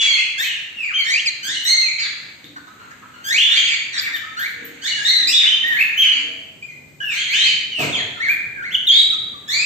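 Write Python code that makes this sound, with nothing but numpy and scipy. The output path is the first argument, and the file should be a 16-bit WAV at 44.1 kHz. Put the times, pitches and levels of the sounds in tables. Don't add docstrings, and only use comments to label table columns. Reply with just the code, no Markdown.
import sys
import numpy as np
from scipy import signal
from scipy.fft import rfft, irfft
from scipy.io import wavfile
from scipy.ndimage import uniform_filter1d

SR = 44100
rng = np.random.default_rng(int(sys.argv[2]) if len(sys.argv) > 2 else 0)


def transcribe(signal):
    frames = np.atleast_2d(signal).T
    limited = np.clip(frames, -1, 1)
    pcm = np.round(limited * 32767).astype(np.int16)
    wavfile.write(sys.argv[1], SR, pcm)


N = 425565


def from_db(db):
    return 10 ** (np.asarray(db) / 20)


def rms_one(x):
    return x / np.sqrt(np.mean(x ** 2) + 1e-20)


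def at_hz(points, hz):
    table_hz, values = np.array(points).T
    return np.interp(np.log(hz + 1), np.log(table_hz), values)


def coloured(x, spectrum):
    size = x.shape[-1]
    gain = from_db(at_hz(spectrum, np.fft.rfftfreq(size, 1 / SR)))
    return irfft(rfft(x) * gain, size)


def wobble(rate_hz, size):
    sos = signal.butter(3, rate_hz, fs=SR, output="sos")
    settled = signal.sosfilt(sos, rng.standard_normal(size + 4000))[4000:]
    return rms_one(settled)


def puff(start, length):
    age = np.clip(np.arange(N) / SR - start, 0, None) / max(length, .001)
    return (1 - np.exp(-age * 5)) * np.exp(-age ** 2)


# frequency in Hz, likeness from 0 (unrelated) to 1 (same).
LIKENESS = [(60, 0.77), (290, 0.8), (700, 0.14), (1200, 0.16)]


def stereo_noise(size):
    mid, side = rfft(rng.standard_normal((2, size)))
    alike = np.clip(at_hz(LIKENESS, np.fft.rfftfreq(size, 1 / SR)), 0, 1)
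    pair = np.sqrt(1 + alike) * mid + np.sqrt(1 - alike) * side * [[1], [-1]]
    return irfft(pair, size) / np.sqrt(2)


WARBLE_GROWS_S = .05
WARBLE_SNAP = 2.0


def warble(age, depth, rate_hz, dip_loss_db):
    grown = np.clip(age / WARBLE_GROWS_S + 0.26, 0, 1)
    swing = -np.cos(2 * np.pi * rate_hz * age)
    swing = np.tanh(WARBLE_SNAP * swing) / np.tanh(WARBLE_SNAP)
    return 1 + depth * grown * swing, dip_loss_db * (1 - swing) / 2


# frequency in Hz, gain in dB.
THROAT = [(1200, -4), (1800, -5.5), (2500, -5), (3500, 0.5), (4300, 2.5), (5000, -11.5), (6500, -8.5),
          (8000, -21), (12000, -33.5), (16000, -36.5)]
PURER_PER_OCTAVE_DB, PURER_PER_S_DB = 4, 29.5
HIGHER_STEP_DB = 1


def harmonic_heights(k, glide, since_turn, turn_hz, second_db, third_db):
    purer_db = PURER_PER_OCTAVE_DB * np.log2(glide / turn_hz) + PURER_PER_S_DB * since_turn
    lower_db = (second_db - purer_db) * (k - 1)
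    upper_db = third_db - purer_db + HIGHER_STEP_DB * (k - 3)
    source_db = np.where(k > 2, upper_db, lower_db)
    heights = from_db(source_db + at_hz(THROAT, k * glide)) * (k * glide < 11000)
    return heights / np.sqrt(np.sum(heights ** 2, axis=0))


ARCH_DB = 3.5
BREATH_DB = -25.5


def calls(notes, rough, jitter, edge_s, shake_hz):
    out = np.zeros((2, N))
    shake, waver = wobble(shake_hz, N), wobble(92.0, N)
    breath = from_db(BREATH_DB) * wobble(1236, N)
    k = np.arange(1, 8)[:, None]
    for (start, turn, length, start_hz, turn_hz, end_hz, level_db, swell_db,
         second_db, third_db, near_db, *warbling) in notes:
        s = start + np.array([0, np.clip(turn, .002, length - .002), length])
        first, last = int((s[0] - edge_s) * SR), int((s[-1] + edge_s) * SR)
        i = np.arange(max(first, 0), min(last, N))
        t = i / SR
        glide = np.interp(t, s, [start_hz, turn_hz, end_hz])
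        glide = uniform_filter1d(glide, size=500, mode="nearest")
        dip_db = 0
        if warbling:
            pitch_factor, dip_db = warble(t - start, *warbling)
            glide = glide * pitch_factor
        heights = harmonic_heights(k, glide, t - s[1], turn_hz, second_db, third_db)
        strain = 1 + .9 * np.minimum(heights[1] / heights[0], 1)
        phase = 2 * np.pi * np.cumsum(glide * (1 + jitter * strain * waver[i])) / SR
        wave = np.sum(heights * np.sin(k * phase), axis=0)
        fade = np.clip(np.minimum(t - s[0], s[-1] - t) / edge_s + 1, 0, 1) ** 2
        shape_db = np.interp(t, s, [-ARCH_DB - swell_db / 2, 0, -ARCH_DB + swell_db / 2])
        loudness = np.sqrt(2) * from_db(level_db + shape_db - dip_db) * fade
        unsteady = 1 + rough * np.sqrt(strain) * shake[i] + strain * breath[i]
        out[:, i] += loudness * unsteady * wave * from_db([[0], [near_db]])
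    return out


# start in seconds, turn after seconds, length in seconds,
# pitch at start, turn and end in Hz, level in dB, swell from start to end in dB,
# second harmonic in dB, third harmonic in dB, nearness as extra direct sound in dB.
WHISTLES = [ (0, 0.058, 0.16, 3438, 3353, 3223, -24, -1.5, -9, -32, 7.5),
            (.052, 0.052, 0.15, 2354, 2159, 2061, -24, -7, -8.5, -9.5, -6),
            (.38, 0.025, 0.044, 1626, 1848, 1926, -26, -4.5, -6, -6, 2.5),
            (.425, 0.025, 0.056, 1893, 2564, 2590, -29.5, -17.5, -14.5, -8.5, 3),
            (.765, 0.071, 0.084, 2847, 2417, 2266, -25.5, 9, -20, -19.5, -2.5),
            (.875, 0.021, 0.044, 2257, 1808, 1196, -36.5, -1, -30, -30, 5),
            (.912, 0.013, 0.044, 2800, 2940, 3080, -31.5, 6, -14, -23, -11),
            (.942, 0.02, 0.051, 3130, 3200, 3010, -22.5, -9, -12.5, -21, -5),
            (.98, 0.027, 0.048, 2300, 2224, 2015, -27, 2, -12.5, -25, 5),
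            (1.26, 0.015, 0.034, 2590, 2305, 1950, -31, 2, 1, -2.5, 15),
            (1.43, 0.052, 0.11, 1499, 1690, 2155, -27.5, 1.5, -2, 0.5, -0.5),
            (1.54, 0.024, 0.034, 2770, 2985, 3070, -27.5, 3, -7, 5, -9),
            (1.652, 0.036, 0.075, 1903, 2129, 2134, -18, 0.5, 0, 4, -1),
            (1.735, 0.05, 0.084, 2128, 2125, 2070, -21.5, 7.5, 0.5, -13, -2),
            (1.82, 0.041, 0.069, 2700, 2437, 2226, -28, 13.5, -22, -11, -4),
            (3.14, 0.0076, 0.1, 1490, 1396, 1417, -49, -13, -6, -17, 2),
            (3.5, .02, 0.031, 3450, 3600, 3606, -19, 3, -7.5, -41, -1),
            (4.13, 0.025, 0.037, 1903, 1802, 1700, -31.5, 0, -14.5, -16, 6.5),
            (4.145, 0.014, 0.027, 3840, 3285, 2830, -36.5, -5.5, -9.5, -11, 3),
            (4.23, .025, 0.032, 1270, 1294, 1298, -40, 2.5, -32, -36, 1),
            (4.818, 0.042, 0.064, 1472, 1866, 2293, -25.5, 11.5, -2.5, -1, -6),
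            (4.88, 0.027, 0.065, 2955, 2933, 2820, -30, 3, -22.5, -19, 2),
            (4.95, 0.033, 0.091, 1910, 1618, 1743, -31.5, 6.5, -14.5, -8.5, 1.5),
            (5.05, 0.032, 0.063, 1794, 2162, 1990, -17.5, -10.5, 2.5, -3, -7.5),
            (5.113, 0.077, .13, 2015, 1997, 1825, -22.5, -4.5, 2, -8, 2.5),
            (5.274, 0.027, 0.058, 2364, 2660, 3050, -21, -9, 9, 4.5, 1.5),
            (5.327, 0.011, 0.028, 3403, 3494, 3800, -16.5, -5, -6.5, -24, -1.5),
            (5.349, 0.03, 0.0545, 3860, 3720, 3467, -17, -1.5, -15.5, -44, 0),
            (5.422, 0.018, 0.049, 3445, 3547, 3473, -20.5, -1.5, -25, -36, 5),
            (5.448, 0.021, 0.051, 2294, 2980, 3100, -21, 5.5, -14, -28, 2.5),
            (5.512, 0.024, 0.059, 2970, 3142, 3064, -23.5, 6, -17.5, -30, 5),
            (5.636, 0.044, 0.13, 1807, 1936, 1677, -26, 1, -22.5, -30, 6.5),
            (5.975, 0.024, 0.099, 2990, 3247, 2917, -16.5, -1.5, -14.5, -29, -4),
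            (6.625, 0.021, 0.03, 2390, 2486, 2420, -38, -11, -19, -13.5, 5.5),
            (6.685, 0.024, 0.056, 2244, 2060, 1990, -48, -8, -25, -14, 3),
            (7.005, 0.026, 0.084, 1596, 1736, 1670, -35, -16, -25, -27.5, 2.5),
            (7.005, 0.083, 0.14, 2970, 2697, 2176, -28.5, 6, -19, -16, 2),
            (7.27, 0.051, 0.08, 1922, 2296, 2920, -23.5, 14, -12.5, -15, -2.5),
            (7.34, 0.085, 0.17, 3008, 3180, 2960, -22.5, -3.5, -11, -35, -0.5),
            (7.33, 0.064, 0.15, 1607, 1947, 2360, -23, -1, 1, -1.5, -17),
            (7.72, 0.097, .13, 3060, 2495, 2087, -28, 1, -18, -9, 2.5),
            (7.925, 0.011, 0.031, 3720, 3395, 3104, -25.5, 9, -16.5, -23, 1.5),
            (7.952, 0.035, 0.064, 2750, 2050, 1640, -32, -1, -11, -27, 5),
            (8.15, 0.017, 0.031, 1496, 1370, 1320, -42.5, 13, -27.5, -20, 2),
            (8.203, 0.032, 0.085, 1761, 2300, 1523, -27, -0.5, -23, -24, 4.5),
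            (8.285, 0.018, 0.052, 2160, 2395, 2430, -22.5, -7.5, -29, -26.5, 8.5),
            (8.56, 0.03, 0.06, 1710, 1513, 1380, -37, -1, -41, -41, 4),
            (8.625, 0.04, 0.07, 1443, 2270, 1956, -35, -0.5, -27.5, -28, 7),
            (8.706, 0.019, 0.029, 2553, 3400, 3480, -31, 17, -12, -35, 0),
            (8.74, 0.0078, 0.016, 3410, 3264, 2770, -22, 14, -20.5, -37, 8),
            (8.872, 0.027, 0.059, 3750, 3154, 3450, -15, 3, -13, -28, 5),
            (8.93, 0.042, 0.086, 3450, 3828, 3872, -14.5, 1.5, -10.5, -16, -1),
            (9.12, 0.016, 0.027, 1366, 1304, 1210, -44, 4, -10, -11, 14),
            (9.34, 0.0098, 0.043, 1210, 1153, 1150, -50, -12, -26, -24, 9),
            (9.48, 0.064, 0.15, 1685, 2290, 2577, -22, 6.5, -3, -3.5, -3.5), ]
# the columns of a whistle, then warble depth as a share of the pitch,
# warble rate in Hz, loudness lost at each dip of the pitch in dB.
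TRILLS = [ (1.043, 0.054, 0.091, 1698, 1842, 2295, -27.5, 16, -12, -4.5, 8, 0.039, 55.8, 4),
          (1.133, 0.037, 0.075, 2294, 2422, 3220, -25.5, -9, -8, -13, 11.5, 0.055, 52.3, 6),
          (3.242, 0.058, 0.14, 1548, 1701, 2617, -26, 18.5, -7.5, -4, 6, 0.028, 52.2, 4),
          (3.379, 0.047, 0.11, 2920, 3130, 3162, -19, -3, -13.5, -39, 6, 0.108, 52.8, 1),
          (4.37, 0.046, .1, 1375, 1693, 2243, -29, 4, -15.5, -18, 7, 0.056, 57.9, 3),
          (5.764, 0.034, 0.064, 1977, 2322, 2453, -17, 11.5, -24.5, -36, 4.5, 0.095, 53.7, 10), ]


def whistles_and_trills():
    return calls(WHISTLES + TRILLS, rough=.16, jitter=.005, edge_s=.004, shake_hz=150)


# start in seconds, turn after seconds, length in seconds,
# pitch at start, turn and end in Hz, level in dB, swell from start to end in dB,
# second harmonic in dB, third harmonic in dB, nearness as extra direct sound in dB.
SQUAWKS = [ (0, 0.014, 0.029, 2358, 2244, 1904, -28, 11.5, -5.5, 2.5, -8),
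           (0, 0.032, 0.062, 2920, 2780, 2650, -27.5, 1, -7, -18, 4.5),
           (.17, 0.015, 0.048, 2507, 2651, 2623, -22.5, -4, -13.5, -15.5, -3),
           (.437, 0.07, 0.16, 3130, 2862, 2773, -33.5, -10, -18, -15, 1),
           (1.98, 0.046, 0.084, 3220, 2256, 1595, -37.5, 11, -5, -34, -3),
           (1.99, 0.032, 0.056, 2300, 2216, 1880, -30.5, -9, -3, -7, 3),
           (2.562, 0.021, 0.023, 1540, 1443, 1330, -46.5, -12, -26, -20, 9),
           (2.67, 0.018, 0.023, 1290, 1307, 1290, -49.5, -11, -35, -17, 2),
           (2.8, 0.023, 0.095, 1388, 1394, 1302, -50, -12, -12, -20.5, 1),
           (2.91, 0.013, 0.028, 1614, 1795, 1980, -50, -10, -31.5, -12, 6.5),
           (3.02, 0.014, 0.035, 1283, 1343, 1380, -49.5, -24.5, -30, -33, -9),
           (3.47, 0.057, 0.12, 1700, 1905, 2440, -31, 17.5, -6, -5.5, 4),
           (3.57, 0.037, 0.076, 3193, 3227, 3150, -24, -14.5, -9, -39, -7),
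           (3.64, 0.045, 0.11, 2000, 2449, 2212, -29.5, 11, -8.5, -6.5, 5),
           (3.93, 0.035, 0.061, 2050, 1856, 1743, -32, 0.5, -7, -3, -2),
           (3.98, .02, 0.021, 2304, 2335, 2300, -34.5, 3, 13, -16, 14.5),
           (4.03, 0.027, 0.057, 2300, 2348, 1569, -33, 5, -25, -25, 4.5),
           (5.39, 0.02, 0.052, 3250, 2296, 1715, -27.5, -7, -21.5, -9, -5),
           (6.02, 0.032, 0.052, 2932, 2278, 1560, -26.5, -27, -16, -29, -3),
           (6.12, 0.049, 0.098, 2150, 2335, 2376, -37.5, -1, -7, -7.5, 5),
           (7.1, 0.041, .11, 1750, 1970, 2300, -32, 8, -7.5, -1, -5),
           (7.17, 0.026, 0.083, 3100, 3270, 3220, -29, -5, -15, -28, -2),
           (7.44, 0.029, 0.086, 2490, 2494, 2550, -30.5, -1, -7, -10, 6),
           (7.9, 0.056, 0.065, 3096, 3460, 3240, -39, 18, 3.5, -28, -5),
           (8.915, 0.021, 0.055, 2190, 2260, 2320, -30.5, -8, 0.5, -15, 0), ]


def squawks():
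    return calls(SQUAWKS, rough=0.74, jitter=0.01415, edge_s=0.0074, shake_hz=400)


# start in seconds, level in dB (lowered by 10 below), length in seconds.
HISS_BURSTS = [(0.377, -20.5, 0.07), (0.804, -40.5, 0.063), (0.977, -31, 0.037), (1.06, -36, 0.065),
               (1.429, -29, 0.042), (1.631, -25, 0.04), (2.43, -51, 0.031), (2.654, -56, 0.036),
               (2.9, -49, 0.027), (3.235, -24.5, 0.05), (3.288, -28, 0.16), (3.988, -29, 0.059),
               (4.13, -27.5, 0.05), (4.376, -26.5, 0.089), (4.644, -22.5, 0.036), (4.826, -30.5, 0.062),
               (5.025, -32.5, 0.056), (5.27, -18.5, 0.048), (5.652, -28.5, 0.18), (5.769, -21.5, 0.066),
               (5.967, -19, 0.05), (7.008, -36.5, 0.19), (7.292, -35, .055), (7.7966, -42, 0.05),
               (8.278, -21.5, 0.046), (8.718, -25.5, 0.028), (8.859, -27.5, 0.034), (9.483, -36, 0.1)]
# frequency in Hz, level in dB per Hz.
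HISS_BURST_COLOUR = [(1000, -18), (3000, 3), (7000, -8), (12000, 11), (16000, 14)]
PATCHY_DB = 5


def hiss_bursts():
    level = sum(from_db(db - 10.0) * puff(s, length) for s, db, length in HISS_BURSTS)
    grains = rng.standard_normal(N) * from_db(1.6 * wobble(300, N))
    grains = rms_one(coloured(grains, HISS_BURST_COLOUR))
    patches = from_db(PATCHY_DB * np.array([wobble(15.2, N) for _ in range(5)]))
    edges = np.geomspace(1000, 16500, 25)
    noise = np.zeros(N)
    for k, pair in enumerate(zip(edges, edges[1:])):
        sos = signal.butter(2, pair, "band", fs=SR, output="sos")
        noise += patches[k % 5] * signal.sosfilt(sos, grains)
    return level * rms_one(noise)


# time in seconds, level in dB (raised by 7.5 below).
KNOCKS = [(1.487, -46), (2.443, -41.5), (4.05, -50), (5.199, -53)]
# frequency in Hz, level in dB, time to fade by 60 dB in seconds.
CAGE = [(318, -1, 0.039), (506, -10.5, 0.019), (1800, -8.5, .012), (3730, 5, 0.0092)]


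def knocks():
    s, knock_db = np.transpose(KNOCKS)
    scatter_db = rng.normal(0, 3, (len(s), len(CAGE)))
    out = np.zeros(N)
    for k, (hz, level_db, t60) in enumerate(CAGE):
        clicks = np.full(N, 1e-18)
        clicks[(s * SR).astype(int)] = from_db(knock_db + level_db + 7.5 + scatter_db[:, k])
        r, w = from_db(-60 / (t60 * SR)), 2 * np.pi * hz / SR
        out += signal.lfilter([0, np.sin(w)], [1, -2 * r * np.cos(w), r * r], clicks)
    return out


# frequency in Hz, level in dB per Hz.
BANG_COLOUR = [(40, -43), (80, -6), (160, 3.5), (320, -4), (700, -1), (1300, -10), (3000, -10), (8000, -21)]
BANG_S, BANG_DB, BANG_LENGTH_S = 7.782, -23, .06


def bang():
    rumble = rms_one(coloured(rng.standard_normal(N), BANG_COLOUR))
    return from_db(BANG_DB) * puff(BANG_S, BANG_LENGTH_S) * rumble


# start in seconds, frequency in Hz, level in dB, length in seconds.
LOW_TONES = [(2.447, 283, -54, 0.14), (2.686, 250.7, -60.5, 0.35), (4.513, 472.3, -51, 0.18),
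             (4.555, 274.5, -48, 0.15), (5.173, 299.5, -58, 0.12), (5.6, 248.5, -47.5, 0.071),
             (6.2, 469, -50.5, 0.083), (6.131, 274, -45, 0.14), (6.237, 646, -52, 0.15),
             (6.486, 143.7, -64, 0.74)]


def low_tones():
    t = np.arange(N) / SR
    flutter = from_db(5.3 * wobble(61, N) - 1.5)
    tones = sum(from_db(db) * puff(s, length) * np.sin(2 * np.pi * hz * t)
                for s, hz, db, length in LOW_TONES)
    return flutter * tones


# frequency in Hz, level in dB per Hz.
AIR_COLOUR = [(24, -41.5), (40, -6), (101, 6.5), (263, 2.5), (1090, -10), (2120, -0.5), (4600, -14.5),
              (5370, -46.5), (6550, -9.5), (8000, -40.5), (10400, -66), (17600, -120)]
# time in seconds, gain in dB.
AIR_SWELL = [(0, -5.5), (3.5, -1), (6, -1), (9.65, 3)]
# time in seconds, gain of the background's treble in dB.
FAR_SWELL = [(2.3, 6), (2.6, -1), (3.302, 2.5), (6.2, 16.5), (6.6, -12), (7, -14), (7.301, -6)]
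AIR_DB, HISS_DB = -47, -53
FAR_ABOVE_HZ = 1100


def air():
    t = np.arange(N) / SR
    swell_db = np.interp(t, *np.transpose(AIR_SWELL)) + 0.92 * wobble(3.3, N)
    tone = rms_one(coloured(stereo_noise(N), AIR_COLOUR)) * from_db(AIR_DB + swell_db)
    treble_only = signal.butter(2, FAR_ABOVE_HZ, "high", fs=SR, output="sos")
    far = signal.sosfiltfilt(treble_only, tone)
    far_gain = from_db(np.interp(t, *np.transpose(FAR_SWELL)))
    tone = tone + far * (far_gain - 1)
    return tone + from_db(HISS_DB) * rng.standard_normal((2, N))


# frequency in Hz, time to fade by 60 dB in seconds.
ROOM_T60 = [(100, 1), (1400, 1), (4000, 0.78), (7000, 0.68), (14000, 0.13)]


def room(x, gap_s):
    size = int(1.5 * SR)
    t, hz = np.arange(size) / SR, np.fft.rfftfreq(size, 1 / SR)
    echoes, tail = rfft(stereo_noise(size)), 0
    for centre in 62.5 * 2. ** np.arange(9):
        band = np.cos(np.pi / 2 * np.clip(np.log2((hz + 1) / centre), -1, 1)) ** 2
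        dying = from_db(-60 * t / at_hz(ROOM_T60, centre))
        tail = tail + irfft(echoes * band, size) * dying / np.sqrt(np.sum(dying ** 2))
    tail = tail * np.clip(t / gap_s - 1, 0, 1)
    return signal.fftconvolve(x[None], tail, axes=1)[:, :N]


LEFT_LAG = 15


def scene():
    spread, straight = (whistles_and_trills() + squawks()
                        + hiss_bursts() + knocks() + bang() + low_tones())
    direct = np.stack([np.roll(straight, LEFT_LAG), straight])
    return from_db(1.5) * direct + from_db(8.5) * room(spread, gap_s=0.0006) + air()


# frequency in Hz, gain in dB.
OVERALL_COLOUR = [(4300, -0.5), (5500, -4.5), (7500, 3.5), (12000, -4)]
GAP_HZ = 8750, 11450
CUTOFF_HZ = 15850


def record(dry):
    x = .85 * np.tanh(coloured(dry, OVERALL_COLOUR) / .85)
    x = signal.sosfilt(signal.butter(2, 70, "high", fs=SR, output="sos"), x)
    x = signal.sosfilt(signal.cheby2(6, 28, GAP_HZ, "bandstop", fs=SR, output="sos"), x)
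    return signal.sosfilt(signal.cheby2(14, 70, CUTOFF_HZ, fs=SR, output="sos"), x)


dry = scene()
out = record(dry)
transcribe(out)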